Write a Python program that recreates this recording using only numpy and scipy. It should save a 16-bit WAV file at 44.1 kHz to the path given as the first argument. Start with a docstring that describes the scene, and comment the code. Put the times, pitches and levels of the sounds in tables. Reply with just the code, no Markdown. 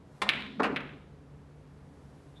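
"""Snooker balls click in a quiet hall: each hard impact radiates one short pressure pulse.
A cue taps the white, which strikes a red; the red rumbles over the cloth, knocks on the pocket jaws,
clatters down and clicks on a ball below. The wooden shaft and rail ring in their damped modes,
and reflections from the table and walls merge into brief reverberation.
Ventilation hums throughout, the player's clothes rustle, and a faint squeak comes at the end."""
import sys
import numpy as np
from scipy import signal
from scipy.fft import rfft, irfft, next_fast_len
from scipy.io import wavfile
from scipy.ndimage import uniform_filter1d, map_coordinates

SR = 44100
rng = np.random.default_rng(int(sys.argv[2]) if len(sys.argv) > 2 else 0)


def generate_wav(signal):
    """Clip the signal to [-1, 1] and save it as 16-bit WAV at the path in sys.argv[1]."""
    frames = np.transpose(np.atleast_2d(signal))
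    scaled = np.clip(frames, -1, 1) * 32767
    pcm = np.round(scaled).astype(np.int16)
    wavfile.write(sys.argv[1], SR, pcm)


N = 105840

# ball on ball: start_s, level_db, dull_db_per_octave, scatter_db, scatter_t60_s, hall_db, walls_db, snap_db
BALL_IMPACTS = [(0.2912, 10, -0.5, 0.5, 0.064, 1, -1, -24), (0.7618, 1, 6.5, 8, 0.067, 5.5, 3, -35),
                (0.8056, -10.5, 9, 6, 0.043, -1.5, -19, -47)]
# spectra of the contact pulse and of its bright snap: frequency_hz, level_db
CLICK_SPECTRUM = [(50, -33), (300, -16.5), (700, -25.5), (1200, -12), (2400, 5.5), (3900, 2.5),
                  (4700, -9.5), (6000, -27.5), (8000, -31.5), (11000, -29.5)]
SNAP_SPECTRUM = [(100, -36.5), (2500, -17.5), (5000, 20), (8000, -2), (9500, 4.5), (11000, 6.5)]
# impacts on the padded jaws and on the hard pocket frame: start_s, level_db, dull_db_per_octave
JAW_IMPACTS = [(.5965, 8, 3), (.6005, 12, 0.5), (.6048, 15.5, 4), (.6205, 9.5, 2)]
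FRAME_IMPACTS = [(.6330, 1, -2), (.6375, 1.5, 2), (.6435, 8.5, 5.5), (.6525, 1.5, 3.5), (.659, 0.5, 2)]
# spectra of those impacts and of the cue's tap: frequency_hz, level_db
JAW_SPECTRUM = [(40, -60), (120, -25.5), (200, -5), (300, 2), (480, 2.5), (750, -4), (1200, -1), (2000, -9),
                (2900, -27.5), (3600, -23.5), (5500, -35), (12000, -54)]
FRAME_SPECTRUM = [(40, -32), (120, -19), (260, -6), (700, -4), (1400, 0.5), (2000, -4), (2700, -0.5),
                  (3500, -15.5), (4400, -15.5), (5800, -26.5), (11500, -37)]
CUE_SPECTRUM = [(40, -35.5), (120, -23), (200, -2), (350, -7), (550, -2), (1100, 1.5), (1500, -4.5),
                (2200, -7.5), (4000, -10.5), (6500, -24.5), (8500, -21.5), (12000, -32.5)]
# soft bumps on the pocket lip and net: start_s, level_db, pitch_hz
NET_BUMPS = [(0.58, -29, 200), (.657, -31, 467), (0.679, -33, 284), (.698, -24, 404), (0.726, -23.5, 275)]
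# modes of the wooden rail and cue shaft: pitch_hz, level_db, t60_s
RAIL_MODES = [(202.5, -38.5, 0.76), (254, -40.5, 0.45), (292, -33.5, 0.49), (322.4, -54.5, 1),
              (453, -45, 0.27), (480, -27, 0.047), (706.5, -34, 0.29), (742, -39, 0.34),
              (1000, -28.5, 0.082), (1093, -27.5, 0.095)]
SHAFT_MODES = [(207.2, -41.5, 1), (566, -31, 0.055), (750, -36.5, 0.16), (1051.3, -27, 0.1),
               (1298, -40, 0.16), (1832, -33.5, .19), (2096, -29, 0.067), (2330, -29, .06),
               (2780, -40.5, .09), (3470, -29.5, .055)]
# envelopes of the rolling balls and of the player straightening up: time_s, level_db
ROLL_ENVELOPE = [(.22, -75), (.31, -52), (.46, -50), (.56, -49), (.8, -47), (1.1, -68), (1.6, -66),
                 (2.4, -70)]
RUSTLE_ENVELOPE = [(0, -76), (.18, -62), (.5, -74.5), (1.4, -71.5), (1.8, -69), (2.05, -65.5), (2.2, -65),
                   (2.4, -66.5)]
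# spectra of rolling, clothes and the hall's air: frequency_hz, level_db
ROLL_SPECTRUM = [(40, -44), (170, -9.5), (205, -3.5), (235, -0.5), (260, 6), (300, -12.5), (500, -22),
                 (1000, -32), (3000, -75.5)]
RUSTLE_SPECTRUM = [(150, -11), (400, -1.5), (1000, -4.5), (1900, -12.5), (2600, -20.5), (5000, -20.5),
                   (11000, -25)]
AIR_SPECTRUM = [(15, -55), (25, -28), (70, -2), (114, -12), (143, -6), (171, -10), (279, -14.5), (317, -18),
                (431, -16), (466, -16.5), (503, -17.5), (633, -23.5), (980, -26.5), (11500, -57),
                (15000, -87.5), (22000, -120)]
# ventilation tones: pitch_hz, level_db, unsteady_fraction
HUM_TONES = [(83.5, -85.5, 1), (141.9, -56, 0.9), (284, -66.5, 0.6), (429.6, -73.5, 0.3)]
# reflections off the table top, rails and lamp, and echoes off the walls: delay_s, gain_db
TABLE_ECHOES = [(.0023, -15), (.0051, -6), (.0085, -13), (0.0117, -12.5), (0.015, -15)]
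WALL_ECHOES = [(.043, -11), (.064, -19), (.113, -19.5), (.130, -18), (.173, -23.5)]
# colour of the clicks' reflections and of the reverberation: frequency_hz, gain_db
REFLECTION_SPECTRUM = [(300, 10), (1400, 5.5), (2500, -1), (3500, -3), (4500, -8), (11000, -3)]
HALL_SPECTRUM = [(150, 5), (1000, 3.5), (3300, -2.5), (5000, -6), (8000, -5), (11000, -11)]
# reverberation time of the hall: frequency_hz, t60_s
HALL_DECAY = [(150, .9), (400, 0.76), (1200, 0.5434), (3000, 0.526), (5000, 1), (10000, 0.6)]


def ball_clicks():
    """Elastic impact: hard balls do not ring, but emit a symmetric pulse and a snap; echoes are duller."""
    out = np.zeros(N)
    lead = SR // 100  # room for the pulse's first half
    for start_s, db, dull_db, scatter_db, scatter_t60, hall_db, walls_db, snap_db in BALL_IMPACTS:
        impulse = signal.unit_impulse(2 * lead, lead)
        pulse = amp(db) * filtered(impulse, lambda hz: dulled(CLICK_SPECTRUM, dull_db, hz))
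        reflected = filtered(pulse, lambda hz: amp(along(REFLECTION_SPECTRUM, hz)))
        walls = [(delay_s, gain_db + walls_db) for delay_s, gain_db in WALL_ECHOES]
        echoes = propagate(reflected, scatter_db, scatter_t60, hall_db, TABLE_ECHOES, walls, -np.inf)
        add(out, start_s - lead / SR, pulse)
        add(out, start_s - lead / SR, echoes)
        out += impacts([(start_s, snap_db, 0)], SNAP_SPECTRUM,
                       direct_db=-10, scatter_db=-0.5, scatter_t60=0.03, hall_db=-10.5)
    return out


def pocket():
    """Contact stiffness sets brightness: padded jaws knock, the frame clacks, rail and net ring low."""
    jaws = impacts(JAW_IMPACTS, JAW_SPECTRUM, direct_db=-8, scatter_db=-2, scatter_t60=0.024, hall_db=-6.5)
    rail = ringing(RAIL_MODES, start_s=0.603, level_db=2.5, hall_db=-17)
    frame = impacts(FRAME_IMPACTS, FRAME_SPECTRUM,
                    direct_db=-1, scatter_db=3.5, scatter_t60=0.08, hall_db=-1.5)
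    bump_t60_s = 0.057
    net = sum(ringing([(hz, 0, bump_t60_s)], start_s, db, hall_db=-17, rise_s=0.0015)
              for start_s, db, hz in NET_BUMPS)
    return jaws + rail + frame + net


def cue(start_s=0.2178, tap_db=6.5):
    """Impulsive excitation: the tip's tap on the white sets the shaft's modes ringing."""
    tap = impacts([(start_s, tap_db, 0)], CUE_SPECTRUM,
                  direct_db=-6.5, scatter_db=5, scatter_t60=0.076, hall_db=2)
    return tap + ringing(SHAFT_MODES, start_s, level_db=-0.5, hall_db=-4.5)


def rolling():
    """Rolling contact: balls on cloth and slate radiate a low band of noise."""
    return envelope(ROLL_ENVELOPE) * noise(ROLL_SPECTRUM)


def squeak(peak_s=2.374, decay_s=0.018, pitch_hz=3600, half_width_hz=190, level_db=-64):
    """Narrow-band noise is heard as a pitch; a Gaussian envelope makes it a brief squeak."""
    band = filtered(rng.standard_normal(N), lambda hz: 1 / (1 + ((hz - pitch_hz) / half_width_hz) ** 2))
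    swell = np.exp(-((np.arange(N) / SR - peak_s) / decay_s) ** 2)
    return amp(level_db) * unit(band) * swell


def rustle():
    """Friction: the player's clothes give off soft broadband noise."""
    return envelope(RUSTLE_ENVELOPE) * noise(RUSTLE_SPECTRUM)


def ventilation(air_db=-54.5):
    """Random modulation: hum tones waver in amplitude and phase over steady air noise."""
    t = np.arange(N) / SR
    hum = np.zeros(N)
    for hz, db, unsteady in HUM_TONES:
        phasor = 1 - unsteady + unsteady * (wobble(14) + 1j * wobble(18)) / 2
        tone = np.sqrt(2) * np.cos(2 * np.pi * hz * t + np.angle(phasor))
        hum += amp(db) * unit(np.abs(phasor)) * tone
    return hum + amp(air_db) * noise(AIR_SPECTRUM)


def impacts(rows, spectrum, **path):
    """Superposition: each contact adds one pulse with its reflections."""
    out = np.zeros(N)
    for start_s, db, dull_db in rows:
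        add(out, start_s, amp(db) * propagate(contact_pulse(spectrum, dull_db), **path))
    return out


def contact_pulse(spectrum, dull_db):
    """Minimum phase: a causal pulse delivers its energy as early as its spectrum allows."""
    n = np.arange(SR // 10)
    gain = dulled(spectrum, dull_db, np.fft.rfftfreq(len(n), 1 / SR))
    cepstrum = irfft(np.log(gain))
    causal_fold = np.where(n < len(n) / 2, 1 + (n > 0), 0)
    return irfft(np.exp(rfft(cepstrum * causal_fold)))


def dulled(spectrum, dull_db, hz, corner_hz=1300):
    """Spectral tilt: a softer contact loses dull_db per octave above the corner."""
    return amp(along(spectrum, hz) - dull_db * np.log2(np.maximum(hz / corner_hz, 1)))


def ringing(modes, start_s, level_db, hall_db, rise_s=0.00091, bass_cut_hz=150):
    """Free vibration: modes decay exponentially, and a small body radiates no deep bass."""
    t = np.arange(SR) / SR
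    vibration = sum(amp(db - 60 * t / t60) * np.sin(2 * np.pi * hz * t) for hz, db, t60 in modes)
    vibration *= 1 - np.exp(-t / rise_s)
    radiated = signal.sosfilt(signal.butter(4, bass_cut_hz, "high", fs=SR, output="sos"), vibration)
    out = np.zeros(N)
    add(out, start_s, amp(level_db) * propagate(radiated, scatter_db=-14, scatter_t60=0.064, hall_db=hall_db))
    return out


def propagate(sound, scatter_db, scatter_t60, hall_db, table=(), walls=(), direct_db=0):
    """Convolution: sound arrives directly, by early reflections and as reverberation."""
    path = amp(hall_db) * hall_tail()
    path[:SR // 4] += amp(scatter_db) * scatter(scatter_t60)
    path[0] += amp(direct_db)
    for delay_s, db in table:
        path[round(delay_s * SR)] += amp(db)
    for delay_s, db in walls:
        path[round(delay_s * SR):][:SR // 4] += amp(db) * scatter(t60=0.017)
    return signal.fftconvolve(sound, path)


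def scatter(t60, rise_s=0.001, length_s=0.2):
    """Diffuse reflection: dense early echoes of unit energy and nearly flat spectrum."""
    t = np.arange(SR // 4) / SR
    fade = amp(-60 * t / t60) * (1 - np.exp(-t / rise_s))
    spectrum = rfft(rng.standard_normal(len(t)) * fade)
    colour = np.sqrt(uniform_filter1d(np.abs(spectrum) ** 2, size=100))
    echoes = irfft(spectrum / colour, len(t)) * (t < length_s)
    return echoes / np.linalg.norm(echoes)


def hall_tail(build_s=0.025):
    """Reverberation: a diffuse field builds up, then each band decays at its own rate."""
    hz, t, bands = signal.stft(rng.standard_normal(SR), SR, nperseg=256)
    t60 = along(HALL_DECAY, hz)[:, None]
    equal_energy = np.sqrt(2 * np.log(1000) / (t60 * SR))
    gain = amp(along(HALL_SPECTRUM, hz)[:, None] - 60 * t / t60) * equal_energy
    tail = signal.istft(bands * gain, SR, nperseg=256)[1][:SR]
    return tail * (1 - np.exp(-np.arange(SR) / SR / build_s))


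def amp(db):
    """Decibels to gain."""
    return 10 ** (np.asarray(db) / 20)


def unit(x):
    """Normalisation to rms 1."""
    return x / np.sqrt(np.mean(x ** 2) + 1e-20)


def along(points, hz):
    """Interpolation on a logarithmic frequency axis."""
    knots_hz, values = np.transpose(points)
    return np.interp(np.log(hz + 1), np.log(knots_hz + 1), values)


def envelope(points):
    """Gain per sample, interpolated in decibels."""
    return amp(np.interp(np.arange(N) / SR, *np.transpose(points)))


def wobble(knots_per_s):
    """A smooth curve through random knots."""
    return map_coordinates(rng.standard_normal(256), [np.arange(N) * knots_per_s / SR], mode="wrap")


def filtered(x, response):
    """Linear filtering: the spectrum is multiplied by a frequency response."""
    size = next_fast_len(len(x) + SR // 4)
    return irfft(rfft(x, size) * response(np.fft.rfftfreq(size, 1 / SR)), size)[:len(x)]


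def noise(spectrum):
    """Coloured noise of rms 1."""
    return unit(filtered(rng.standard_normal(N), lambda hz: amp(along(spectrum, hz))))


def add(track, start_s, sound):
    """Mix a sound into the track at start_s."""
    start = max(round(start_s * SR), 0)
    track[start:start + len(sound)] += sound[:N - start]


def scene():
    """Superposition: the pressures of all sources sum in one channel."""
    return (cue() + ball_clicks() + pocket() + rolling() + ventilation() + rustle() + squeak())[None]


def record(dry, cutoff_hz=11700):
    """Band limiting: a steep low-pass removes the highest treble."""
    return np.array([filtered(x, lambda hz: 1 / np.sqrt(1 + (hz / cutoff_hz) ** 140)) for x in dry])


dry = scene()
out = record(dry)
generate_wav(out)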